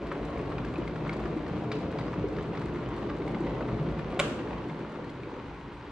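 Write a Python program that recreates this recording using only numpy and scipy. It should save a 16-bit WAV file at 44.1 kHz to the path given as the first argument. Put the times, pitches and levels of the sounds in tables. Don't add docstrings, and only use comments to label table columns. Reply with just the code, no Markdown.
import sys
import numpy as np
from scipy import signal
from scipy.fft import rfft, irfft, next_fast_len
from scipy.io import wavfile
from scipy.ndimage import uniform_filter1d, map_coordinates

SR = 44100
rng = np.random.default_rng(int(sys.argv[2]) if len(sys.argv) > 2 else 0)


def unload_wav(signal):
    wavfile.write(
        sys.argv[1],
        SR,
        np.round(np.clip(np.atleast_2d(signal).T, -1, 1) * 32767).astype(np.int16),
    )


N = 260631

# [t/s, small bubbles in the shell/dB, rocking of the base/dB, large bubbles/dB]
BOIL_STRENGTH = [(0.0, -38, -46, -49), (0.35, -37.5, -46, -44), (0.52, -38.5, -39, -40),
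                 (0.99, -38.5, -51, -42.5), (1.23, -37, -44, -44), (1.36, -40, -48, -49),
                 (1.68, -37, -52.5, -41), (2.27, -38.5, -47.5, -42), (2.65, -38.5, -51.5, -41.5),
                 (2.86, -38, -45.5, -43), (3.16, -37, -47, -44.5), (3.85, -36, -43.5, -38.5),
                 (4.0, -39.5, -42, -46), (4.3, -35, -52, -46), (4.61, -40.5, -47.5, -41.5),
                 (4.72, -40, -60, -51), (4.95, -44, -65, -54.5), (5.15, -45.5, -60, -46),
                 (5.35, -44, -58, -50), (5.58, -50, -54, -49), (5.91, -48, -54, -54)]
# [f/Hz, relative level/dB]
FIZZ_COLOUR = [(2350, -37), (4000, 0), (5500, -17.5), (6500, -12), (8600, -16.5), (10200, -26),
               (12700, -32.5), (14500, -50)]
# [t/s, level/dB, middle of the band that the blow rings f/Hz, rattle level/dB]
SWITCH_CONTACTS = [(4.1916, -22, 2500, -36), (4.1937, -16.5, 1190, -18.5), (4.1966, -18, 2180, -23.5),
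                   (4.1989, -7, 3100, -11.5), (4.2001, -20, 1300, -25), (4.2041, -11.5, 620, -23),
                   (4.2109, -27, 1200, -32.5)]


def amp(db):
    return 10 ** (np.asarray(db) / 20)


def unit(x):
    return x / np.sqrt(np.mean(x ** 2) + 1e-20)


def steadied(x, seconds):
    power = uniform_filter1d(x ** 2, max(round(seconds * SR), 1))
    return x / np.sqrt(np.abs(power) + 1e-12)


def along(points, hz, axis=1):
    table = np.transpose(points)
    return np.interp(np.log(hz + 1), np.log(table[0] + 1), table[axis])


def curves(rows):
    s, *columns = np.transpose(rows)
    return [np.interp(np.arange(N) / SR, s, column) for column in columns]


def wobble(rate):
    points = rng.standard_normal(int(N * rate / SR) + 4)
    return map_coordinates(points, [np.arange(N) * rate / SR])


def filtered(x, response):
    m = next_fast_len(N + SR // 2)
    spectrum = rfft(x, m) * response(np.fft.rfftfreq(m, 1 / SR))
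    return irfft(spectrum, m)[..., :N]


def coloured(points, tilt=1):
    return filtered(rng.standard_normal(N), lambda hz: amp(tilt * along(points, hz)))


def resonances(table):
    def response(f):
        total = 0
        for k, (c, w, db) in enumerate(table):
            total = total + (-1) ** k * amp(db) * 1j * f * w / (c * c - f * f + 1j * f * w)
        return total
    return response


def cushion(top_hz):
    return lambda hz: 1 / (1 + (hz / top_hz) ** 4)


def collapses(share, spread_db, clump_db, clump_rate):
    sizes_db = spread_db * np.clip(rng.standard_normal(N), -3.3, 3.3)
    spikes = unit(rng.standard_normal(N) * amp(sizes_db))
    share = np.clip(share, 0, 1)
    mix = np.sqrt(share) * spikes + np.sqrt(1 - share) * rng.standard_normal(N)
    return mix * amp(clump_db * wobble(clump_rate))


def add(track, s, sound):
    track[round(s * SR):][:len(sound)] += sound


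def burst(t, db, rise_s, t60_s):
    return amp(db - 60 * t / t60_s) * (1 - np.exp(-t / rise_s))


def ringing(modes, t, turns=1):
    hz, db, t60 = np.transpose(modes)[:, :, None]
    chance = rng.random((2, len(modes), 1))
    level_db = db + 2.9 * (chance[0] - 2.0)
    return hz, amp(level_db - 60 * t / t60) * np.sin(2 * np.pi * (hz * t + turns * chance[1]))


def scattered(count, db, hz, octaves):
    when, size, pitch = rng.random((count, 3)).T
    vigour_db = curves(BOIL_STRENGTH)[0][(when * N).astype(int)]
    level_db = vigour_db + db + 8 * (size - .5)
    return np.transpose([when * N / SR, level_db, hz * 2 ** (octaves * (pitch - .5))])


def air():
    # [f/Hz, relative level/dB]
    air_colour = [(12, -44.5), (20, -7.5), (48, -1), (91, -2.5), (186, -2.5), (246, -4.5), (382, -3.5),
                  (644, -17), (947, -5), (1250, -12.5), (1360, -11), (3970, -27.5), (9080, -52),
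                  (14500, -68)]
    common, own = rng.standard_normal(N), rng.standard_normal((2, N))
    return amp(-47.5) * unit(filtered(common + 0.039 * own, lambda hz: amp(along(air_colour, hz))))


def boil():
    # [f/Hz, width of one pass/Hz, level of one pass/dB]
    column_modes = [(80.7, 8, -5), (105.7, 5.5, -3.5), (125.35, 12.8, -3), (191, 13, -6)]
    # [f/Hz, width/Hz, relative level/dB]
    shell_modes = [(211.6, 33, -2.5), (249, 20.2, -1.5), (282.4, 18, 1.5), (302.2, 19, 2.5),
                   (348.2, 45, -1.5), (429.2, 26.4, -1), (458.7, 10.8, -4), (481.3, 15.7, -3.5),
                   (556.4, 88, -9.5), (603, 4.7, -20), (622, 170, -19.5), (786, 34, -13)]
    # [f/Hz, relative level/dB]
    spray_colour = [(500, -40), (850, -2), (1050, -2), (1170, -3), (1260, -7.5), (1400, -7), (1720, -12.5),
                    (2080, -11), (3290, -19.5), (4180, -27), (5480, -34), (6500, -37), (8450, -72),
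                    (14300, -120)]
    spray_under_db, spray_share = -10, 0.44
    steam_mean_db, steam_share = -72, 0.36
    vigour_db, base_db, large_db = curves(BOIL_STRENGTH)
    swing_db = vigour_db - vigour_db.mean()
    surge = wobble(16)

    rocking = resonances([(54.7, 10, 0)])
    base = filtered(collapses(0.059, 3.7, .6, 2.8), lambda hz: rocking(hz) ** 2)
    base = filtered(base, lambda hz: cushion(120)(hz) * (1 - cushion(47)(hz)))

    column = resonances(column_modes)
    large = filtered(collapses(0.52, 11.3, 0.63, 11.0), lambda hz: column(hz) ** 2 * cushion(300)(hz))
    small = collapses(0.42, 11.55, 0.55, 32) * amp(0.87 * surge)
    small = filtered(small, lambda hz: resonances(shell_modes)(hz) * cushion(900)(hz))
    spray = collapses(0.61, 13.1, 1.33, 60) * amp(1.0 * surge)
    spray = filtered(spray, lambda hz: amp(along(spray_colour, hz)))
    fizz = collapses(0.21, 15, 4.5, 50) * amp(0.5 * surge)
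    fizz = filtered(fizz, lambda hz: amp(along(FIZZ_COLOUR, hz)))

    out = amp(base_db) * steadied(base, 0.24)
    out += amp(large_db) * steadied(large, 0.25)
    out += amp(vigour_db) * steadied(small, 0.24)
    spray_db = vigour_db.mean() + spray_under_db + spray_share * swing_db
    out += amp(spray_db) * steadied(spray, 0.77)
    return out + amp(steam_mean_db + steam_share * swing_db) * steadied(fizz, 0.24)


def sway():
    # [t/s, level/dB]
    hum_level = [(0, -48), (.45, -41), (.65, -48), (.9, -41), (1.5, -42.5), (1.8, -44), (2.2, -43),
                 (2.5, -39), (2.9, -50), (3.3, -41.5), (3.6, -46), (3.8, -40.5), (4.4, -44), (4.9, -50),
                 (5.91, -56.5)]
    mode = resonances([(160.04, 7.7, 0)])
    hum = filtered(rng.standard_normal(N), lambda hz: mode(hz) ** 2)
    return amp(curves(hum_level)[0]) * steadied(hum, 0.13)


def room(x):
    # [f/Hz, time to fall 60 dB t/s, level shared by both microphones/dB, differing part/dB]
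    wall_answer = [(60.4, 0.83, -12, -23.5), (260, 0.93, -4.5, -21), (704, 0.93, -3, -10.5),
                   (1900, 0.56, -4.5, -5.5), (5060, 0.68, -4, -1.5), (11800, 0.47, -2.5, -5.5)]
    out, step = np.zeros((2, N + 2 * SR)), SR // 4
    x, fade = np.pad(x, (step, step)), np.hanning(2 * step)
    for start in range(0, N + step, step):
        hz, t, z = signal.stft(rng.standard_normal((2, SR // 2)), SR, nperseg=256)
        dying = amp(-60 * t / along(wall_answer, hz)[:, None])
        tail = signal.istft(z * dying, SR, nperseg=256)[1]
        tail = tail / np.linalg.norm(tail[0])
        piece = x[start:start + 2 * step]
        wet = signal.fftconvolve((piece * fade[:len(piece)])[None], tail, axes=1)
        out[:, start + 300:][:, :wet.shape[1]] += wet
    levels = lambda hz: amp([along(wall_answer, hz, axis=2), along(wall_answer, hz, axis=3)])
    shared, differs = filtered(out[:, step:step + N], levels)
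    return np.array([shared + differs, shared - differs])


def drops():
    # [t/s, level/dB, f/Hz, knock on wall/dB, spit/dB], last two relative
    clear_drops = [(0.0702, -41.5, 1890, -4, -12), (0.115, -35, 1780, 6.5, -26),
                   (.374, -37.5, 2270, -6, -28), (.4574, -42, 1970, -1, -18),
                   (0.5197, -38.5, 1870, 3.5, -16), (0.583, -32.5, 2430, -5, -17),
                   (0.6482, -34, 1640, -17, -13), (0.7395, -41, 2300, 4.5, -21),
                   (0.7584, -35, 2530, -3, -34), (0.8772, -33, 2140, -6, -17),
                   (0.9589, -35.5, 1680, -4, -26), (1.064, -42, 2200, 7, -24),
                   (1.0947, -26.5, 2170, -14, -31), (1.1282, -39, 1720, -1, -4),
                   (1.256, -34.5, 1880, -1, -15), (1.3743, -38, 2070, -9, -20), (1.4017, -53, 2260, 7, -20),
                   (1.465, -38, 1850, -8, -12), (1.7171, -27, 2320, -13, -11),
                   (1.721, -32.5, 2340, -20, -15), (1.7285, -37.5, 3000, -20, -13),
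                   (1.7395, -42, 2700, -20, -13), (1.7665, -44, 2600, -20, -7), (1.9866, -33, 2280, 0, -8),
                   (2.011, -33.5, 1990, -7, -19), (2.0818, -38.5, 1820, -2, -12),
                   (2.133, -45, 2070, 10.5, -20), (2.365, -40, 2090, -16, -7), (2.3855, -35, 1710, -5, -27),
                   (2.4259, -46, 2080, -9, -10), (2.5506, -39, 1980, 2, -15), (2.573, -36, 2150, -3, -10),
                   (2.616, -42.5, 2100, 4, -15), (2.685, -43, 1810, 4, -26), (2.7572, -44, 2020, 7, -25),
                   (3.0977, -34.5, 1680, 0.5, -19), (3.2196, -36, 2230, -6, -24),
                   (3.278, -34.5, 2180, -3, -22), (3.293, -46.5, 3430, -10, -15),
                   (3.347, -32.5, 2090, -7, -35), (3.4755, -37.5, 2000, -16, -22),
                   (3.6064, -47, 1660, 14.5, -14), (3.686, -35, 2020, 0.5, -28),
                   (3.7432, -39.5, 2220, -2, -17), (3.786, -47, 2460, 6, -18),
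                   (3.9922, -35, 2410, -1.5, -17), (4.474, -37, 1780, -4, -39), (4.531, -40, 2410, 3, -20),
                   (4.5812, -37, 1960, -5, -15), (4.6964, -35.5, 2140, -3, -19),
                   (5.0435, -38.5, 1830, -10, -18), (5.0948, -37.5, 2080, -16, -14),
                   (5.2348, -38, 2350, -15, -31), (5.2725, -51, 1790, 3, -21), (5.825, -44, 2280, -4, -13)]
    # [t/s, level/dB]
    droplets = [(.068, -59), (.1226, -55), (0.231, -63.5), (.3027, -60), (.413, -57), (.7377, -57),
                (.9597, -65), (1.1977, -58), (1.276, -62), (1.3044, -60.5), (2.0852, -63), (2.48, -66),
                (2.5316, -62.5), (2.7357, -59), (2.9866, -60), (3.1058, -64), (3.1832, -58), (3.263, -59.5),
                (3.3837, -58), (3.4984, -60), (3.5468, -60), (3.678, -61), (4.142, -56), (5.0444, -61),
                (.2498, -51), (0.381, -56), (0.584, -62), (0.648, -54), (0.779, -53), (0.8765, -58),
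                (1.133, -50), (1.165, -53), (1.2176, -69), (1.48, -54), (1.6385, -55.5), (1.718, -58),
                (1.753, -52.5), (1.7854, -57), (1.9135, -55), (1.991, -56), (2.2842, -55), (2.426, -56.5),
                (2.5942, -56), (2.6165, -59), (2.656, -54), (2.754, -66), (2.887, -55), (2.9624, -54.5),
                (3.2784, -55), (3.404, -55.5), (3.9866, -56), (4.1016, -54.5), (4.5795, -67), (4.685, -59),
                (4.79, -60), (4.9197, -59), (5.099, -56)]
    slap_db, fizz_db = -11, -35
    out, t = np.zeros(N + SR), np.arange(SR // 16) / SR
    fizz, knock, spit, slap = np.zeros((4, N + SR))
    extra = [(*row, -5.5, -22) for row in scattered(count=140, db=-9, hz=2106, octaves=1.097)]
    for s, db, hz, knock_db, spit_db in [*clear_drops, *extra]:
        early = max(s - .001, 0)
        pockets = [(hz, 3, .024), (0.58 * hz, -6, .022), (1.0 * hz, -7, .016), (1.6 * hz, -8, .018)]
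        ping = ringing(pockets, t)[1].sum(0)
        add(out, early, amp(db) * (1 - np.exp(-t / 0.00029)) ** 2 * ping)
        add(slap, early, burst(t, db + slap_db, rise_s=.0007, t60_s=0.025))
        add(fizz, s, burst(t, db + fizz_db, rise_s=.001, t60_s=0.052))
        add(knock, s, burst(t, db + knock_db, rise_s=0.0013, t60_s=0.054))
        add(spit, early, burst(t, db + spit_db, rise_s=0.0012, t60_s=0.038))
    for s, db in droplets:
        add(fizz, s, burst(t, db, rise_s=0.0009, t60_s=0.036))

    def band_noise(hz, width_hz):
        band = resonances([(hz, width_hz, 0)])
        return filtered(rng.standard_normal(N), lambda f: band(f) ** 2)

    near = out[:N] + slap[:N] * steadied(band_noise(2500, 2200), 0.0016)
    near += knock[:N] * steadied(band_noise(1150, 700), 0.0056)
    near += spit[:N] * steadied(band_noise(4200, 2300), 0.0055)
    muffled = filtered(near, lambda hz: 1 / (1 + (hz / 5800) ** 4))
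    return muffled + fizz[:N] * steadied(coloured(FIZZ_COLOUR, tilt=0.81), .003)


def bubbles():
    # [t/s, level/dB, starting pitch f/Hz]
    loud_bubbles = [(.117, -44, 1310), (.199, -31.5, 600), (.246, -40, 683), (.36, -34.5, 676),
                    (.638, -28.5, 280), (.699, -30, 334), (.785, -21.5, 327), (.816, -32, 580),
                    (.934, -33.5, 596), (1.063, -35, 566), (1.074, -35, 163), (1.158, -30, 159),
                    (1.165, -34, 900), (1.251, -27, 330), (1.257, -41, 560), (1.297, -31, 153),
                    (1.364, -24.5, 293), (1.402, -33.5, 550), (1.506, -26.5, 164), (1.818, -32.5, 640),
                    (1.987, -40, 624), (2.003, -35, 145), (2.081, -32, 1080), (2.177, -25, 164.4),
                    (2.239, -22.5, 380), (2.327, -37, 353), (2.358, -40, 135), (2.533, -37, 694),
                    (2.652, -30, 331), (2.766, -45, 297), (3.115, -32.5, 1130), (3.199, -26, 341),
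                    (3.342, -29, 172), (3.404, -22.5, 328), (3.529, -33, 358), (3.546, -43, 595),
                    (3.606, -29, 570), (3.72, -31, 115), (3.787, -36, 990), (3.796, -23.5, 142),
                    (3.977, -28, 158), (4.132, -30, 623), (4.314, -33, 232), (4.368, -33, 289),
                    (4.415, -37, 910), (4.52, -32.5, 930), (4.705, -32.5, 158), (4.711, -33.5, 930),
                    (4.827, -37, 338), (4.848, -34.5, 1360), (4.993, -32, 474), (5.195, -32.5, 368),
                    (5.27, -40, 295), (5.272, -31, 468), (5.326, -34.5, 273), (5.345, -38, 470)]
    rise_cycles, softness, glide = 1.43, 1.53, 0.0082
    out, t = np.zeros(N + SR), np.arange(SR // 6) / SR
    extra = scattered(count=30, db=4, hz=573, octaves=1.9)
    for s, db, hz in [*loud_bubbles, *extra]:
        cycles = hz * t
        shape = (cycles / rise_cycles * np.exp(1 - cycles / rise_cycles)) ** softness
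        turns = cycles + glide * cycles ** 2 + rng.random()
        add(out, s, amp(db) * shape * np.sin(2 * np.pi * turns))
    return out[:N]


def switch():
    # [f/Hz, relative level/dB, time to fall 60 dB t/s]
    lever_modes = [(593, 8.5, 0.024), (780, -12, .008), (1070, 0, 0.048), (1290, -2, 0.024),
                   (1610, -11.5, 0.016), (1980, 2, 0.014), (2330, -5, 0.017), (2640, -4, 0.0092),
                   (3080, -6, 0.011), (3320, 1, 0.011), (3570, 2, 0.0079), (4050, -18, 0.008),
                   (4600, -7, .008)]
    # [f/Hz, level/dB, time to fall 60 dB t/s]
    spring_modes = [(6720, -58, .4), (6745, -61, .4), (7640, -59, .45), (7665, -62, .45)]
    # [f/Hz, relative level/dB]
    rattle_colour = [(240, -34), (400, -10), (600, 0.5), (848, -41), (1080, -4.5), (1410, -4), (1740, -9),
                     (2390, -3), (3380, -11), (5630, -27), (6540, -21.5), (8190, -18.5), (14500, -43)]
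    lever_db, half_width_octaves = -8.5, 0.95
    out, shake, t = np.zeros(N + SR), np.zeros(N + SR), np.arange(SR // 4) / SR
    for s, db, middle_hz, rattle_db in SWITCH_CONTACTS:
        hz, lever = ringing(lever_modes, t, turns=0.12)
        lever = lever / (1 + (np.log2(hz / middle_hz) / half_width_octaves) ** 4)
        spring = ringing(spring_modes, t)[1].sum(0)
        add(out, s, (1 - np.exp(-t / 0.00018)) * (amp(db + lever_db) * lever.sum(0) + spring))
        add(shake, s, burst(t, rattle_db, rise_s=0.00026, t60_s=0.0096))
    rattle = steadied(coloured(rattle_colour), 0.0042)
    softened = filtered(out[:N], lambda hz: 1 / (1 + (hz / 12000) ** 6))
    return softened + shake[:N] * rattle


def treble_tail():
    level_db, rise_s, gone_s = -54.5, .02, 0.33
    own_part = .8
    t = np.clip(np.arange(N) / SR - SWITCH_CONTACTS[0][0], 0, None)
    common, *own = [collapses(.3, 8, 2, 64) for _ in range(3)]
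    grains = common + own_part * np.array(own)
    grains = filtered(grains, lambda hz: amp(0.49 * along(FIZZ_COLOUR, hz)))
    return amp(level_db - 60 * (t / gone_s) ** 2) * (1 - np.exp(-t / rise_s)) * unit(grains)


def snap_to_walls():
    # [f/Hz, level/dB]
    snap_colour = [(300, -25), (550, 10), (800, 0.5), (1100, 14.5), (1500, 14.5), (2000, 6.5), (2460, 10),
                   (3200, 8), (4200, -2.5), (5350, -7.5), (7000, -6), (8800, -10), (10300, -25),
                   (13300, -30), (14500, -61)]
    blow = np.zeros(N)
    blow[round(4.199 * SR)] = 1
    return filtered(blow, lambda hz: amp(along(snap_colour, hz)))


def heard(x, lean):
    side = np.array([[.5], [-.5]])
    return filtered(x, lambda hz: amp(side * along(lean, hz)) * np.exp(-2j * np.pi * hz * side * 3.4e-5))


def scene():
    # [f/Hz, left minus right level/dB]
    water_lean = [(60, 0.5), (400, 1.25), (700, 0), (2300, 4), (4200, 4), (8000, -3)]
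    # [f/Hz, left minus right level/dB]
    snap_lean = [(600, 1), (2300, -1.5), (4200, 0), (8000, -5.5)]
    water = boil() + sway() + bubbles()
    spatter = drops()
    snap = switch() + treble_tail()
    walls = room(water + amp(-4.5) * spatter + snap_to_walls())
    return heard(water + spatter, water_lean) + heard(snap, snap_lean) + walls + air()


def record(dry):
    return filtered(dry, lambda hz: hz < 14700)


dry = scene()
out = record(dry)
unload_wav(out)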